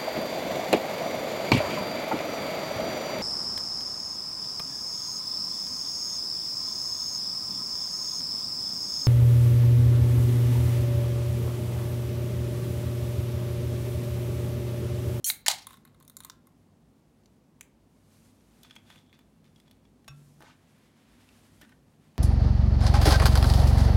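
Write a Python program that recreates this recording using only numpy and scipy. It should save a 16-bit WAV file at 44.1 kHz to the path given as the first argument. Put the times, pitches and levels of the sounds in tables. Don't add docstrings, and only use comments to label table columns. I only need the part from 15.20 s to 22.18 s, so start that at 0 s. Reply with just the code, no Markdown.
import sys
import numpy as np
from scipy import signal
from scipy.fft import rfft, irfft, next_fast_len
from scipy.io import wavfile
from scipy.ndimage import uniform_filter1d

SR = 44100
rng = np.random.default_rng(int(sys.argv[2]) if len(sys.argv) > 2 else 0)


def bounce(signal):
    frames = np.transpose(np.atleast_2d(signal))
    limited = np.clip(frames, -1, 1)
    pcm = np.round(limited * 32767).astype(np.int16)
    wavfile.write(sys.argv[1], SR, pcm)


def voltage_ratio(decibels):
    exponent = np.asarray(decibels, float) / 20
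    return 10 ** exponent


N = 307818


# (frequency [Hz], level [dB])
TRAFFIC_BASS = [(20, -37), (35, -22.5), (58, -1.5), (75, -12.5), (88, -12), (101, 2.5), (115, -13),
                (150, -1), (185, -7), (215, -3), (255, -3), (290, -10.5), (345, -11), (400, -16.5)]
# (frequency [Hz], level [dB])
TRAFFIC_HISS = [(250, -30.5), (420, -4), (1150, -14.5), (1220, -17), (1460, -20), (3140, -25), (8970, -31),
                (16000, -35.5)]
# (middle [s], length [s], level [dB], dull part re level [dB])
ARM_MOVES = [(0.528, 0.17, -69.5, -0.5), (1.084, 0.15, -85, 6), (3.01, 0.49, -71.5, -2.5),
             (3.413, 0.46, -74.5, 1), (3.733, 0.2, -72.5, 5.5), (4.357, 1, -88.5, 6),
             (5.095, 0.46, -74, -5), (5.46, 0.56, -85, 8), (5.9, 0.83, -83, 11), (6.256, 0.67, -73, 1.5),
             (6.98, 0.9, -83, 7.5)]
# (delay [s], level [dB])
SLAPS = [
    (.0033, -6),
    (.0046, -13),
    (.0072, -17),
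    (.0195, -22),
]
# (time [s], frequency [Hz], peak [dB], t60 [s])
BUMPS = [
    (4.886, 63, -48.5, 0.17),
    (5.204, 322, -50, 0.073),
    (5.235, 450, -40, 0.013),
    (6.431, 290, -44, 0.03),
]
# (time [s], peak [dB], body [dB], sizzle [dB], contact [ms])
RING_TICK = [
    (6.0891, -49, -7, -11, 0.84),
]
# (frequency [Hz], level [dB], t60 [s])
RING_MODES = [(2660, 4, 0.017), (3600, -5, .015)]
# (time [s], peak [dB], body [dB], sizzle [dB], contact [ms])
WOOD_TAP = [
    (6.955, -71, 16, 0.0017, 2.67),
]
# (frequency [Hz], level [dB], t60 [s])
WOOD_MODES = [(700, 0, 0.0366)]

# (time [s], level [dB], bubble pitch [Hz])
SLOSH = [
    (5.2, -72, 700),
    (5.211, -65, 800),
    (5.25, -60.5, 960),
    (5.282, -58.5, 1170),
    (5.32, -62.5, 1870),
    (5.345, -69.5, 2210),
    (5.37, -85, 2400),
]
# (time [s], peak [dB], body [dB], sizzle [dB], contact [ms])
NECK_KNOCK = [
    (4.8785, -43, 6, 4.5, 3.2),
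]
# (frequency [Hz], level [dB], t60 [s])
NECK_MODES = [(1130, -6.5, 0.058), (1350, -15.5, 0.31), (1556, -7.5, 0.05), (2556, -5, .09),
              (2627, -10, 0.15), (2860, -12, 0.14), (3490, -6, 0.067), (3720, -8, .06), (5420, -3, .05),
              (5555, 1.5, 0.12), (6720, 0, .045), (8340, -11, .015)]
# (time [s], peak [dB], body [dB], sizzle [dB], contact [ms])
WINE_SLAPS = [
    (4.844, -61.5, 4.3, 1, 1.63),
    (5.2058, -55, 13.3, 2, 0.82),
    (5.2163, -65, 22, -8, 1.5),
    (5.2236, -44, 3.3, -2, 0.264),
    (5.2374, -70, 8.9, -8, 0.8),
]
# (frequency [Hz], level [dB], t60 [s])
WINE_SLAP_MODES = [(800, 21, 0.0036), (1700, -0.5, 0.016), (2880, -17, 0.011)]
# (time [s], peak [dB], body [dB], sizzle [dB], contact [ms])
TOAST = [
    (6.4125, -50, 4.5, 6, 3.3),
    (6.4283, -61, 8.7, -6, 3.7),
    (6.447, -62.5, 12, -10, 2.8),
    (6.4915, -59.5, 6, 1, 3.6),
    (6.5185, -79, 27, -8, 4.4),
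]
# (frequency [Hz], level [dB], t60 [s])
TOAST_MODES = [(1450, 3, 0.035), (1800, 8, 0.027), (2720, -21, 0.017)]
# (time [s], level [dB], length [s])
GRIND = [
    (6.414, -52.5, 0.036),
    (6.488, -67, .04),
    (6.512, -73, 0.046),
]
# (time [s], peak [dB], body [dB], sizzle [dB])
CAP_TICKS = [(3.2076, -59, -9, -14), (3.4319, -43.5, -17, 2.5), (3.4482, -53, 7, -17), (3.4982, -53, 2, -7),
             (3.5085, -42, -1, -14), (3.5554, -51, -8, 2), (3.5624, -41.5, 3, -11), (3.6606, -65, -13, -15),
             (3.7015, -50, 8, -1), (3.7582, -53, 5, -2), (3.7878, -54, -10, -20), (3.8631, -60, -16, -19),
             (3.895, -62, -6, -13), (3.928, -57, 10.5, 1), (3.9902, -63, 14, 9), (4.2426, -56.5, -10, -6),
             (4.253, -60.5, 2, -5), (4.3599, -52, -10, -15), (4.3999, -55, -0.5, 1), (4.4787, -56, 3, -5),
             (4.5111, -49.5, -6, 2), (4.6518, -60.5, 4, -14)]
# (frequency [Hz], level [dB], t60 [s])
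CAP_MODES = [(1960, -5, .012), (2530, -6, .012), (3040, -4, .015), (3420, 0, .025), (5400, -8, .008)]
# (time [s], level [dB], length [s])
CAP_TWISTS = [(3.429, -62.5, 0.085), (3.51, -67, 0.083), (3.55, -70, 0.05), (3.66, -65.5, 0.073),
              (3.696, -63, 0.087), (3.772, -75, 0.064), (3.868, -80, 0.097), (3.93, -70, 0.1),
              (4.246, -75, 0.071), (4.347, -84, .07), (4.456, -74.5, 0.065), (4.507, -81, .07),
              (4.65, -80, .04)]
# (time [s], level [dB], length [s])
CAP_CHATTER = [
    (3.44, -61, .06),
    (3.66, -67.5, .08),
    (3.705, -58, .06),
    (3.76, -69, .05),
    (3.785, -70, 0.065),
    (3.862, -67, 0.047),
    (3.893, -69, .04),
    (3.928, -76, 0.049),
]

# (time [s], peak [dB], body [dB], sizzle [dB])
NAIL_TAPS = [
    (2.0354, -60, -13, -11),
    (2.058, -50, -19, -9),
    (2.4094, -40, 5, 9),
]
# (frequency [Hz], level [dB], t60 [s])
NAIL_MODES = [(990, -3, 0.011), (1400, -1, 0.0068), (2136, 15.5, 0.0034), (2680, 1, 0.0072),
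              (3530, -13, 0.0046), (4440, -6, 0.0065), (6130, -5, 0.0099), (6820, -2, 0.011),
              (7260, -4, 0.011), (9600, -1, 0.0086), (11000, -7, 0.0079)]
# (time [s], level [dB], length [s])
CREAKS = [
    (.482, -58, 0.055),
    (.53, -71, 0.04),
    (.652, -69, .06),
    (.8, -75, 0.087),
    (1.004, -68, 0.076),
    (1.037, -62, 0.029),
    (1.05, -77, .06),
    (1.1, -74, 0.053),
]
# (time [s], peak [dB], body [dB], sizzle [dB])
TAB_BENDS = [(0.4692, -40, 1, 3.5), (0.507, -50.5, 4, 1), (0.5223, -53, -14, -4), (0.5308, -49, -0.5, 0.5),
             (0.5407, -50.5, 1.5, -2), (0.5712, -55.5, -1, 1), (0.6509, -54, 2, 4.5), (0.6754, -56, -3, -4),
             (0.7458, -59, -1, -5), (0.8013, -66.5, 7.5, 14.5), (0.8085, -59.5, 4, -3),
             (0.826, -58.5, -5, 7.5), (0.85, -68, -7, 15), (0.8786, -61, 2, 15.5), (0.8977, -48.5, -5.5, 4),
             (0.9679, -53, 4, 19.5), (1.004, -42.5, -1.5, 3.5), (1.048, -47.5, 3, 14.5),
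             (1.2704, -69.5, 13.5, 18)]
# (time [s], peak [dB], body [dB], sizzle [dB])
TAB_SLIP = [
    (1.0355, -50, -14, 4),
]
# (time [s], peak [dB], body [dB], sizzle [dB], contact [ms])
TAB_SNAP = [
    (1.0983, -29.5, -9, -5, 0.7),
]
# (frequency [Hz], level [dB], t60 [s])
LID_LOW_MODES = [(1058, 6.5, 0.055), (1365, 5, 0.022), (1660, 2, 0.015), (2030, 0.5, 0.038),
                 (2130, -16, 0.039)]
# (frequency [Hz], level [dB], t60 [s])
LID_TOP_MODES = [(3680, 5, 0.0071), (4130, -4, 0.0075), (6560, -6, 0.0043), (6820, -1.5, .007),
                 (7700, -6, 0.0054), (9750, -2, .012), (11700, -13, 0.0035), (13200, 2.5, .006)]
# (body from, body to, middle from, middle to, sizzle from) [Hz]
LID_BANDS = (900, 2100, 3000, 4500, 6300)
# (time [s], level [dB])
TEAR = [
    (.263, -41.5),
    (.28, -41),
    (.292, -37.5),
    (.3, -32),
    (.312, -33.5),
    (.34, -48),
    (.45, -63.5),
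]
# (frequency [Hz], level [dB])
TEAR_COLOUR = [(240, -46.5), (400, -23), (588, -16.5), (800, -7), (1300, -14), (2120, -6), (3210, -7.5),
               (4310, -2), (5600, -2), (8630, -8.5), (16000, -20)]
# (time [s], frequency [Hz], peak [dB], t60 [s])
POPS = [
    (0.1004, 800, -33, .012),
    (.2829, 764.7, -20.5, .025),
    (.2995, 893, -36.5, .04),
    (.328, 710, -42, .04),
    (.329, 997.4, -44, .05),
]
# (time [s], peak [dB], body [dB], sizzle [dB], contact [ms])
FLAP_DROP = [
    (.2822, -3, -12, -1, .35),
]
# (time [s], peak [dB], body [dB], sizzle [dB], contact [ms])
FOAM_BURSTS = [
    (0.2932, -27, -2, 0, 1),
    (0.2995, -23.5, 0, -1, 0.93),
    (0.306, -27, -2, -2.5, 1.1),
]
# (frequency [Hz], level [dB], t60 [s])
FLAP_MODES = [(790, -5, 0.02), (950, -10.5, 0.017), (2040, -4.5, 0.0053), (3300, -1, .005),
              (4380, 0.5, 0.0052), (5500, -5, 0.0089), (6960, -4, 0.0059), (8700, 2.5, .006),
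              (9800, -4.5, .005), (11000, -12, .004), (12800, -4, 0.0035)]
# (body from, body to, middle from, middle to, sizzle from) [Hz]
FLAP_BANDS = (1100, 2500, 2500, 6000, 6000)
# (time [s], peak [dB], body [dB], sizzle [dB], contact [ms])
SPLIT = [
    (.262, -21, -1.5, 3, 0.6),
    (.2652, -24.5, 5.5, 1.5, .5),
]
# (frequency [Hz], level [dB], t60 [s])
SPLIT_MODES = [(1910, -1.5, 0.0069), (2250, -1.5, 0.0073), (4400, -0.5, .008), (6840, 4.5, 0.024),
               (9600, -1.5, 0.0074), (12535, -2.5, 0.0039)]
# (time [s], peak [dB], body [dB], sizzle [dB], contact [ms])
SCORE_CRACK = [
    (.1005, -12, -4, -12, 0.3),
]
# (frequency [Hz], level [dB], t60 [s])
SCORE_MODES = [(1100, -20, .006), (1560, -14, .006), (1940, -5, .006), (2160, 1, 0.009), (2700, -7, .006),
               (4000, 3, .009), (4600, -2, 0.006)]
# (body from, body to, middle from, middle to, sizzle from) [Hz]
SCORE_BANDS = (1250, 2500, 3500, 4700, 5000)
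# (time [s], level [dB])
GAS = [
    (.0428, -50),
    (.054, -44),
    (.062, -29),
    (.08, -26),
    (.1, -27.5),
    (.112, -32),
    (.122, -44.5),
    (.16, -57),
    (.22, -70),
]
# (frequency [Hz], level [dB])
GAS_COLOUR = [(880, -58.5), (1500, -27), (2140, -20), (2600, -23.5), (4780, -17.5), (9370, -3.5),
              (10900, -11), (13400, -4.5), (16000, -10)]
# (frequency [Hz], width [Hz], level [dB])
WHISTLES = [(3280, 130, -12.5), (4200, 210, -5.5), (5800, 110, -5), (6650, 750, 5), (9012, 180, -6),
            (9500, 900, 4), (13660, 260, 6.5)]
# (time [s], peak [dB], body [dB], sizzle [dB], contact [ms])
SEAL_BREAK = [
    (0.0434, -23.5, -41, 6, 0.42),
]
# (frequency [Hz], level [dB], t60 [s])
SEAL_MODES = [(3140, 3.5, 0.045), (4320, -1, 0.07), (5660, 2.5, 0.067), (6400, -4, 0.14), (7260, 1, 0.076),
              (9400, -0.5, 0.067), (9850, 3.5, .07), (10750, -2, 0.044), (13460, -1, .04),
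              (13600, -1.5, 0.05)]

RIP_WET = 0.65


def band(x, lo_hz, hi_hz, order=2):
    return signal.sosfilt(signal.butter(order, [lo_hz, hi_hz], "bandpass", fs=SR, output="sos"), x)


def highpass(x, hz, order):
    return signal.sosfilt(signal.butter(order, hz, "highpass", fs=SR, output="sos"), x)


def unit(x):
    return x / np.sqrt(np.mean(x ** 2))


def coloured(x, points):
    hz, db = np.transpose(points)
    size = next_fast_len(len(x))
    f = np.arange(size // 2 + 1) * SR / size + 1
    level_db = np.interp(np.log(f), np.log(hz), db, left=-80, right=-80)
    return unit(irfft(rfft(x, size) * voltage_ratio(level_db), size)[:len(x)])


def walk(rate):
    hold = int(SR / rate)
    steps = np.repeat(rng.standard_normal(N // hold + 1), hold)
    return unit(uniform_filter1d(steps, hold)[:N])


def gain(rows):
    rows = np.asarray(rows)
    return voltage_ratio(np.interp(np.arange(N) / SR, rows[:, 0], rows[:, 1], left=-150, right=-150))


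def grains(rate, spread_db):
    clicks = rng.standard_normal(N) * (rng.random(N) < rate / SR)
    return clicks * voltage_ratio(spread_db * rng.exponential(size=N))


def since(s):
    return np.maximum(np.arange(N) / SR - s, 0)


def bites(rows):
    s, db, length = np.transpose(rows)[:, :, None]
    t = since(s)
    grip = np.minimum(t / 0.0096, 1)
    return (voltage_ratio(db - 19 * t / length) * grip).sum(axis=0)


def touching(rows, contact_ms):
    return [tuple(row) + (contact_ms,) for row in rows]


def blows(events, modes, ring_db, scatter_db, edges=(600, 2500, 2500, 6000, 6000)):
    hz, db, t60 = np.transpose(modes)[:, :, None]
    out = np.zeros(N + SR)
    t = np.arange(int(SR * (t60.max() + 0.03))) / SR
    for s, peak_db, body_db, sizzle_db, contact_ms in events:
        push = t * 1000 / contact_ms
        crackle = np.resize(rng.standard_normal(2048), len(t)) * push * np.exp(1 - push) ** 1.6
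        crackle[int(contact_ms * SR / 1000)] += 1.2
        strength, detune, phase = rng.standard_normal((3, len(hz), 1))
        mode_hz = hz * (1 + 0.006 * scatter_db * detune)
        decay = voltage_ratio(db + scatter_db * strength - 60 * t / t60)
        ring = (decay * np.sin(2 * np.pi * (mode_hz * t + phase))).sum(axis=0)
        sound = crackle + voltage_ratio(ring_db) * ring * np.clip(push, 0, 1) ** 2
        parts = ((edges[0], edges[1], body_db, 1),
                 (edges[2], edges[3], 0, -1),
                 (edges[4], 15300, sizzle_db, 1))
        for lo, hi, rel_db, sign in parts:
            part = band(sound, lo, hi)
            out[int(s * SR):][:len(t)] += sign * voltage_ratio(peak_db + rel_db - 2) * part / np.abs(part).max()
    return out[:N]


def traffic():
    swell_db = 0.44 * walk(0.97) + 0.5 * walk(1.7)
    bass = voltage_ratio(-61 + swell_db) * coloured(rng.standard_normal(N), TRAFFIC_BASS)
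    return bass + voltage_ratio(-70.5) * coloured(rng.standard_normal(N), TRAFFIC_HISS)


def yard(x):
    t = np.arange(SR // 2) / SR
    noise = rng.standard_normal(len(t))
    low = band(noise, 300, 3800)
    tail = low * voltage_ratio(-60 * t / 0.32) + 0.89 * (noise - low) * voltage_ratio(-60 * t / 0.2)
    response = tail * (0.45 + 0.55 * np.clip(t / 0.017, 0, 1) ** 12)
    response *= voltage_ratio(-12) / np.sqrt(np.sum(response ** 2))
    response[0] = 1
    for s, db in SLAPS:
        response[int(s * SR):][:2] += voltage_ratio(db) * np.array([0.7, 0.3])
    return signal.fftconvolve(x, response)[:N]


def cloth():
    slips = rng.standard_normal((2, N)) + 0.51 * unit(grains(2100, 2.4))
    flutter = voltage_ratio(1.5 * walk(25))
    s, length, db, dull_db = np.transpose(ARM_MOVES)[:, :, None]
    speed = np.exp(-8 * ((np.arange(N) / SR - s) / length) ** 2)
    bright_gain = voltage_ratio(-86.5) + (voltage_ratio(db) * speed).sum(axis=0)
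    dull_gain = voltage_ratio(-89.5) + (voltage_ratio(db + dull_db) * speed).sum(axis=0)
    bright = unit(band(slips[0], 3500, 12000)) * bright_gain
    dull = unit(band(slips[1], 290, 3500)) * dull_gain
    return flutter * voltage_ratio(1.5) * (bright + dull)


def bumps():
    s, hz, db, t60 = np.transpose(BUMPS)[:, :, None]
    t = since(s)
    return (voltage_ratio(db - 60 * t / t60) * np.sin(2 * np.pi * hz * t)).sum(axis=0)


def small_taps():
    return blows(RING_TICK, RING_MODES, -2, 0) + blows(WOOD_TAP, WOOD_MODES, 0.5, 0)


def slosh(count=90):
    rows = np.array(SLOSH)
    bubbles = np.zeros(N)
    t = np.arange(SR // 40) / SR
    for when, pitch, size in rng.random((count, 3)):
        s = rows[0, 0] + when * (rows[-1, 0] - rows[0, 0])
        hz = np.interp(s, rows[:, 0], rows[:, 2]) * 2 ** (1.8 * pitch - 0.8)
        glide = np.sin(2 * np.pi * hz * t * (1 + 25 * t))
        bubbles[int(s * SR):][:len(t)] += voltage_ratio(12 * size) * glide * np.exp(-t * hz / 3)
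    wash = unit(band(rng.standard_normal(N), 720, 4800))
    return 0.66 * (bubbles + wash) * gain(rows)


def boom():
    t = since(4.882)
    hz = 145 - 24.16 * np.exp(-t / 0.023)
    phase = 2 * np.pi * np.cumsum(hz) / SR
    rise = np.minimum(t / 0.022, 1) ** 2
    return np.sqrt(2) * voltage_ratio(-46 - 60 * t) * rise * np.sin(phase)


def glass():
    neck = blows(NECK_KNOCK, NECK_MODES, -2.5, 0)
    wine = blows(WINE_SLAPS, WINE_SLAP_MODES, -4.5, 0.86)
    return neck + wine + blows(TOAST, TOAST_MODES, -10, 4)


def grind():
    slips = rng.standard_normal(N) + 0.6 * unit(grains(1500, 2.5))
    scrape = unit(band(slips, 1540, 2000)) + voltage_ratio(-4) * unit(band(slips, 2300, 3700))
    return scrape * bites(GRIND)


def twist():
    slips = 0.6 * rng.standard_normal(N) + unit(grains(700, 2.5))
    rub = voltage_ratio(-3.5) * unit(band(slips, 3370, 3550)) + unit(band(slips, 860, 4600))
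    return rub * bites(CAP_TWISTS) * voltage_ratio(2.4 * walk(60) + 3.5)


def chatter():
    return unit(band(grains(260, 2.5), 3270, 3560)) * bites(CAP_CHATTER)


def cap_ticks():
    return blows(touching(CAP_TICKS, 1.2), CAP_MODES, -5, 2.5)


def nail():
    return blows(touching(NAIL_TAPS, 0.7), NAIL_MODES, -1, 0.51, edges=(800, 3000, 3000, 6000, 6000))


def creak():
    slips = unit(grains(1800, 1.2))
    hum = unit(band(slips, 1030, 1205))
    hum = hum + voltage_ratio(-8) * unit(band(slips, 1250, 1260))
    hum = hum + voltage_ratio(-2.5) * unit(band(slips, 1800, 3000))
    return hum * bites(CREAKS)


def tab():
    modes = LID_LOW_MODES + LID_TOP_MODES
    bends = touching(np.add(TAB_BENDS + TAB_SLIP, (0, 0, 4, 8)), 0.54)
    bending = blows(bends, modes, -1, 3, edges=LID_BANDS)
    return bending + blows(TAB_SNAP, modes, -6.5, 2.3, edges=(900, 1640, 3160, 6500, 6500))


def tear():
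    foam = rng.standard_normal(N) + 0.22 * unit(grains(4000, 1.9))
    lid = unit(band(foam, 3700, 4900)) + voltage_ratio(-9) * unit(band(foam, 640, 1150))
    return (coloured(foam, TEAR_COLOUR) + voltage_ratio(-9) * lid) * gain(TEAR) * voltage_ratio(4 * walk(160))


def pop():
    s, hz, db, t60 = np.transpose(POPS)[:, :, None]
    t = since(s)
    rise = np.minimum(t / 0.00073, 1)
    return (voltage_ratio(db - 60 * t / t60) * rise * np.sin(2 * np.pi * hz * t)).sum(axis=0)


def flap():
    split = blows(SPLIT, SPLIT_MODES, -2.5, 1.2, edges=FLAP_BANDS)
    return split + blows(FLAP_DROP + FOAM_BURSTS, FLAP_MODES, -7.5, 0.88, edges=FLAP_BANDS)


def score_crack():
    return blows(SCORE_CRACK, SCORE_MODES, 0.5, 0, edges=SCORE_BANDS)


def gas():
    jet = rng.standard_normal(N) + 0.3 * unit(grains(2500, 1.8))
    whistle = sum(voltage_ratio(db) * unit(band(jet, hz - width / 2, hz + width / 2)) for hz, width, db in WHISTLES)
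    hiss = coloured(jet, GAS_COLOUR) + voltage_ratio(-10.5) * unit(whistle)
    return unit(hiss) * gain(GAS) * voltage_ratio(0.78 * walk(250) - 1)


def seal():
    return blows(SEAL_BREAK, SEAL_MODES, 5.7, 0)


def scene():
    crack = score_crack()
    lid = highpass(RIP_WET * crack + flap() + pop() + tear(), 500, 3)
    can = seal() + gas() + lid + tab() + creak() + nail()
    bottle = cap_ticks() + chatter() + twist() + grind() + glass() + slosh()
    near = can + bottle + small_taps()
    shadowed = (1 - RIP_WET) * crack
    return (yard(near) + shadowed + boom() + bumps() + cloth() + traffic())[None]


def band_limit(x):
    return signal.sosfilt(signal.butter(12, 16900, fs=SR, output="sos"), x)


def record(dry):
    soft = highpass(1.6 * np.tanh(dry / 1.6), 28, 2)
    mix = signal.sosfilt(signal.ellip(8, 0.2, 60, 16200, fs=SR, output="sos"), soft)
    return band_limit(mix)


dry = scene()
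out = record(dry)
bounce(out)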